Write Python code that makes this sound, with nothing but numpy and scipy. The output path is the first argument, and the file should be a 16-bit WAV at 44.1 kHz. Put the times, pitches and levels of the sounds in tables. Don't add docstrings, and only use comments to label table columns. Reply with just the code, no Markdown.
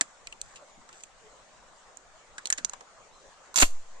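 import sys
import numpy as np
from scipy import signal
from scipy.fft import rfft, irfft
from scipy.io import wavfile
from scipy.ndimage import uniform_filter1d

SR = 44100
rng = np.random.default_rng(int(sys.argv[2]) if len(sys.argv) > 2 else 0)


def dump(signal):
    limited = np.clip(np.atleast_2d(signal).T, -1, 1)
    pcm = np.round(limited * 32767).astype(np.int16)
    wavfile.write(sys.argv[1], SR, pcm)


N = 176400

# (time [s], tick level [dB], tick pitch [Hz], clack level [dB], knock level [dB],
# knock pitch [Hz], t60 [s], pan to the left [dB])
SHELL_CLICKS = [(0.0101, -20.5, 7520, -25.5, -29, 1630, 0.021, -1.5),
                (.2711, -45.5, 8000, -42.5, -42, 2420, 0.013, -2.5),
                (.325, -48.5, 7300, -63, -43.5, 2750, 0.014, 1),
                (0.4146, -34, 7900, -47.5, -46, 4180, 0.0088, 2),
                (.558, -51.5, 7400, -48.5, -50.5, 2660, .06, 0),
                (0.8899, -57, 7600, -56.5, -50, 1260, 0.022, -2),
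                (0.9283, -57, 7600, -57, -55, 2900, 0.028, -1),
                (1.036, -43.5, 7600, -53, -54, 2500, 0.016, -2),
                (1.9713, -45.5, 7350, -67, -68, 1600, .008, -10),
                (2.381, -45.5, 7700, -43, -38, 1660, 0.031, -2),
                (2.4561, -36.5, 6900, -36, -37.5, 4120, 0.012, -2.5),
                (2.4713, -37, 6900, -41.5, -46, 3280, 0.013, 0),
                (2.5019, -24.5, 8400, -34, -30.5, 1740, 0.019, -3),
                (2.5253, -23.5, 6660, -32, -30.5, 1680, .023, -1),
                (2.577, -41, 7000, -50, -52, 1610, 0.025, -16),
                (2.5813, -38.5, 7940, -37, -40.5, 1590, .037, -1),
                (2.6474, -25, 6300, -32, -49.5, 1030, 0.015, -6),
                (2.6957, -38.5, 7260, -49, -51.5, 1090, 0.015, -7),
                (2.734, -44.5, 6850, -45, -40, 1060, 0.028, 2.5),
                (2.808, -56.5, 7000, -54.5, -47, 1070, 0.026, -4)]
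# (frequency [Hz], gain [dB])
TICK_EQ = [(3500, -17.5), (5200, -7), (6300, 5.5), (7200, 4.5), (8600, -1.5), (9400, -11), (12500, -14.5),
           (15500, -32.5)]
# (frequency [Hz], gain [dB])
CLACK_EQ = [(100, -36), (300, -12), (1200, -17.5), (2200, -4), (3800, -2), (5500, -4), (8000, -4.5),
            (15000, -50.5)]
TICK_WIDTH_HZ, KNOCK_WIDTH_HZ, KNOCK_STRETCH = 1450, 374, 1.6

# (time [s], level [dB], ping pitch [Hz], t60 [s], pan to the left [dB])
BOLT_BLOWS = [(3.5425, -37.5, 1000, .027, -7), (3.5589, -19.5, 6150, 0.03, -4.5),
              (3.5675, -26, 7500, .016, 0), (3.5751, -21, 7250, 0.011, -7), (3.5835, -23, 5200, 0.012, -3),
              (3.587, -18.5, 4340, 0.015, 2), (3.6002, -21, 7300, 0.028, -1),
              (3.6059, -21.5, 6600, 0.023, -3), (3.6147, -20.5, 7300, .016, -10),
              (3.622, -17, 3900, 0.031, 15), (3.625, -15, 1300, 0.023, 2), (3.705, -51, 8300, .07, -9)]
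PING_WIDTH_HZ, PING_DB = 440, 7.5
SLIDE_S, LOCK_S, SLIDE_DB, SLIDE_RISE_DB = 3.560, 3.634, -26.5, 10.5
SLIPS_PER_S, SLIP_SPREAD_DB = 1400, 3
# (frequency [Hz], gain [dB])
STEEL_EQ = [(100, -37), (400, -17), (1000, -1), (3000, -4), (4200, 0), (5300, -6), (6200, 4), (7300, 6.5),
            (8500, -3), (10500, -10.5), (15500, -21.5)]
# (pitch [Hz], gain [dB], t60 [s])
RECEIVER_MODES = [(640, -2, .066), (1067, 0.5, .035), (1420, -7, 0.047), (2715, 2, 0.036), (7094, 9, 0.37),
                  (7150, -1, .15), (8597, 8, 0.15), (10880, 3, 0.093)]
# (frequency [Hz], average t60 [s])
RING_DECAY = [(1000, 0.079), (8000, 0.12)]
RING_DB, RING_SPREAD_DB, RING_LOW_HZ, TOP_HZ = -8.5, 7, 804, 15600

# (time [s], level [dB], t60 [s])
STOCK_THUMPS = [(0.0115, -33, 0.039), (2.5830, -44, .05), (3.5770, -30, 0.056), (3.6236, -18.5, 0.038),
                (3.6300, -17.5, 0.036)]
# (frequency [Hz], gain [dB])
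STOCK_EQ = [(40, -25), (150, -11), (300, 0), (430, -9.5), (650, 1.5), (850, -4.5), (1350, -1.5), (2400, -1),
            (12000, -51)]
# (time [s], level [dB])
HAND_BUMPS = [(.774, -55), (2.583, -52)]
BUMP_HZ, BUMP_WIDTH_HZ, BUMP_T60 = 205, 120, 0.15
PUFF_S, PUFF_DB, PUFF_RISE_S, PUFF_FALL_S, MIC_LOW_HZ = 3.629, -12, .005, 0.14, 3.17

# (time [s], length [s], level [dB])
RUB_STROKES = [(.36, 0.28, -60), (.87, 0.24, -55.5), (2.3, 0.36, -63)]
# (frequency [Hz], gain [dB])
RUB_EQ = [(200, -6), (800, 1), (5000, 1.5), (7800, 11.5), (10000, -22.5), (15000, -26)]

ATTACK_S, SNAP_DB, SNAP_T60, AFTER_DB, AFTER_STRETCH = 0.00018, -1, 0.0025, -26, 4.5
# (frequency [Hz], pan to the left [dB])
GUN_BALANCE = [(300, -1), (1200, 2), (2800, 4.5), (5500, -6.5), (9000, 1)]
LEFT_LAG_S, STEREO_LIKENESS = .00022, 0.65

# (frequency [Hz], t60 [s])
BANK_DECAY = [(2000, 0.43), (7000, 1)]
BANK_DB, BANK_TOP_HZ = -30.5, 9000
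# (time [s], length [s], start pitch [Hz], middle pitch [Hz], end pitch [Hz], level [dB])
BIRD_CALLS = [(0.614, 0.039, 650, 561, 517, -51.5), (1.22, 0.07, 517, 425, 477, -56.5),
              (2.135, 0.0454, 593, 639, 700, -55), (3.11, 0.067, 3400, 4120, 3940, -63)]
# (frequency [Hz], gain [dB])
AIR_EQ = [(20, 9.5), (45, -16.5), (130, -8.5), (330, -11), (550, -2), (1200, -3), (2500, -12.5),
          (5000, -16.5), (7000, -10.5), (8300, -17), (9300, -27), (10200, -42.5), (15000, -53)]
# (frequency [Hz], left-right likeness [0-1])
AIR_STEREO = [(40, 0.17), (700, 0.73), (2500, 0.097)]
AIR_DB, AIR_PATCHY_DB, AIR_SWELL_DB = -55.5, 2.5, -0.53


def shells():
    out = np.zeros((2, N))
    for s, tick_db, tick_hz, clack_db, knock_db, knock_hz, t60, pan_db in SHELL_CLICKS:
        hollow = resonate(contact(t60 * KNOCK_STRETCH), knock_hz, KNOCK_WIDTH_HZ)
        knock = at_level(resonate(hollow, knock_hz, width_hz=knock_hz), knock_db)
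        rim = resonate(contact(t60), tick_hz, TICK_WIDTH_HZ)
        tick = at_level(equalise(rim, TICK_EQ), tick_db)
        clack = at_level(equalise(contact(t60), CLACK_EQ), clack_db)
        add(out, s, pan(pan_db) * (tick + clack + knock))
    return out


def bolt():
    drive = np.zeros((2, N))
    for s, db, ping_hz, t60, pan_db in BOLT_BLOWS:
        blow = contact(t60)
        ping = amp(PING_DB) * resonate(blow, ping_hz, PING_WIDTH_HZ)
        add(drive, s, pan(pan_db) * at_level(blow + ping, db))
    drive += bolt_scrape()
    steel = equalise(drive, STEEL_EQ)
    for hz, db, t60 in RECEIVER_MODES:
        steel += amp(db) * resonate(drive, hz, width_hz=np.log(1000) / np.pi / t60)
    return steel + amp(RING_DB) * barrel_ring(steel)


def bolt_scrape():
    travel = (np.arange(N) / SR - SLIDE_S) / (LOCK_S - SLIDE_S)
    slips = rng.random(N) < SLIPS_PER_S / SR
    strength = amp(SLIP_SPREAD_DB * np.minimum(rng.exponential(1, N), 4))
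    grit = unit_rms(stereo_noise(N) * uniform_filter1d(slips * strength, size=24))
    sliding = (travel > 0) & (travel < 1)
    return pan(db=-3.5) * grit * sliding * amp(SLIDE_DB + SLIDE_RISE_DB * np.clip(travel, 0, 1))


def barrel_ring(x, mode_count=320):
    t, modes = np.arange(SR // 2) / SR, 0
    for place, strength, life, left_phase, right_phase in rng.random((mode_count, 5)):
        hz = RING_LOW_HZ + place * (TOP_HZ - RING_LOW_HZ)
        fade_db = -60 * t / (curve(RING_DECAY, hz) * (.5 + life))
        tone = np.sin(2 * np.pi * (hz * t + [[left_phase], [right_phase]]))
        modes += amp(RING_SPREAD_DB * strength + fade_db) * tone
    return convolve(x, modes / np.linalg.norm(modes[0]))


def stock():
    out = np.zeros((2, N))
    for s, db, t60 in STOCK_THUMPS:
        add(out, s, pan(db=-4.5) * at_level(equalise(contact(t60), STOCK_EQ), db))
    for s, db in HAND_BUMPS:
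        bump = resonate(contact(BUMP_T60), BUMP_HZ, BUMP_WIDTH_HZ)
        add(out, s, at_level(resonate(bump, BUMP_HZ, BUMP_WIDTH_HZ), db))
    return out


def puff():
    t = np.arange(SR) / SR
    pulse = -amp(PUFF_DB) * (1 - np.exp(-(t / PUFF_RISE_S) ** 2)) * np.exp(-t / PUFF_FALL_S)
    low_cut = signal.butter(2, MIC_LOW_HZ, "high", fs=SR, output="sos")
    out = np.zeros((2, N))
    add(out, PUFF_S, signal.sosfilt(low_cut, pulse))
    return out


def rubbing():
    friction = stereo_noise(N) * uniform_filter1d(rng.exponential(1, N) ** 3, size=100)
    grain = unit_rms(equalise(friction, RUB_EQ))
    out = np.zeros((2, N))
    for s, length, db in RUB_STROKES:
        count = round(length * SR)
        add(out, s, amp(db) * np.hanning(count) * grain[:, round(s * SR):][:, :count])
    return out


def bank_scatter(x):
    hz, t, bands = signal.stft(rng.standard_normal((2, SR // 2)), SR, nperseg=128)
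    fade = amp(-60 * t / curve(BANK_DECAY, hz)[:, None])
    tail = signal.istft(bands * fade, SR, nperseg=128)[1]
    return convolve(x, tail / np.linalg.norm(tail[0]))


def birds():
    out = np.zeros((2, N))
    for s, length, start_hz, middle_hz, end_hz, db in BIRD_CALLS:
        progress = np.linspace(0, 1, round(length * SR))
        glide_hz = np.polyval(np.polyfit([0, .5, 1], [start_hz, middle_hz, end_hz], 2), progress)
        waver = 1 + .015 * unit_rms(uniform_filter1d(rng.standard_normal(len(progress)), size=150))
        envelope = np.sqrt(abs(np.sin(np.pi * progress)))
        add(out, s, amp(db) * envelope * np.sin(2 * np.pi * np.cumsum(glide_hz * waver) / SR))
    return out + bank_scatter(out) / 2


def air():
    hz, frames = np.fft.rfftfreq(1024, 1 / SR), N // 256 + 5
    a, b, c, d, patches = rng.standard_normal((frames, len(hz), 5)).T
    patches = unit_rms(uniform_filter1d(uniform_filter1d(patches, size=7, axis=0), size=9, axis=1))
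    swell = unit_rms(uniform_filter1d(rng.standard_normal(frames), size=40))
    likeness = curve(AIR_STEREO, hz)[:, None]
    left = a + 1j * b
    right = likeness * left + np.sqrt(1 - likeness ** 2) * (c + 1j * d)
    gain = amp(curve(AIR_EQ, hz)[:, None] + AIR_PATCHY_DB * patches + AIR_SWELL_DB * swell)
    hush = signal.istft(np.array([left, right]) * gain, nperseg=1024, noverlap=768)[1][:, :N]
    return amp(AIR_DB) * pan(db=1.3) * unit_rms(hush)


def contact(t60, count=8192):
    t = np.arange(count) / SR
    attack = 1 - np.exp(-t / ATTACK_S)
    snap = amp(SNAP_DB - 60 * t / SNAP_T60)
    after_ring = amp(AFTER_DB - 60 * t / (t60 * AFTER_STRETCH))
    return stereo_noise(count) * attack * (snap + amp(-60 * t / t60) + after_ring)


def stereo_noise(count):
    shared, separate = rng.standard_normal((2, count))
    right = STEREO_LIKENESS * shared + np.sqrt(1 - STEREO_LIKENESS ** 2) * separate
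    return np.array([np.roll(shared, round(LEFT_LAG_S * SR)), right])


def resonate(x, hz, width_hz):
    r = np.exp(-np.pi * width_hz / SR)
    return 2 * signal.lfilter([1 - r], [1, -r * np.exp(2j * np.pi * hz / SR)], x + 1e-18).real


def equalise(x, eq, size=4096):
    log_gain = np.log(amp(curve(eq, abs(np.fft.fftfreq(size, 1 / SR)))))
    taps = np.fft.ifft(np.exp(np.conj(signal.hilbert(log_gain)))).real[:size // 2]
    return convolve(x, taps[None])


def at_level(x, db):
    return amp(db) * x / np.sqrt(np.sum(x ** 2, axis=1, keepdims=True) / (.01 * SR))


def pan(db):
    return unit_rms(amp([[db / 2], [-db / 2]]))


def curve(points, hz):
    point_hz, value = np.transpose(points)
    return np.interp(np.log(hz + 1), np.log(point_hz), value)


def convolve(x, taps):
    return signal.fftconvolve(x, taps, axes=1)[:, :x.shape[1]]


def add(mix, s, sound):
    part = mix[:, round(s * SR):][:, :sound.shape[-1]]
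    part += sound[..., :part.shape[1]]


def amp(db):
    return 10 ** (np.asarray(db) / 20)


def unit_rms(x):
    return x / np.sqrt(np.mean(x ** 2) + 1e-20)


def scene():
    gun = shells() + bolt() + stock()
    side_db = curve(GUN_BALANCE, np.fft.rfftfreq(N, 1 / SR)) / 2
    gun = irfft(rfft(gun) * amp([side_db, -side_db]), N)
    bank_send = signal.sosfilt(signal.butter(4, BANK_TOP_HZ, fs=SR, output="sos"), gun)
    return gun + amp(BANK_DB) * bank_scatter(bank_send) + puff() + rubbing() + birds() + air()


def record(dry):
    high_cut = signal.firwin(511, TOP_HZ, window=("kaiser", 9), fs=SR)
    return signal.oaconvolve(dry, high_cut[None], "same")


dry = scene()
out = record(dry)
dump(out)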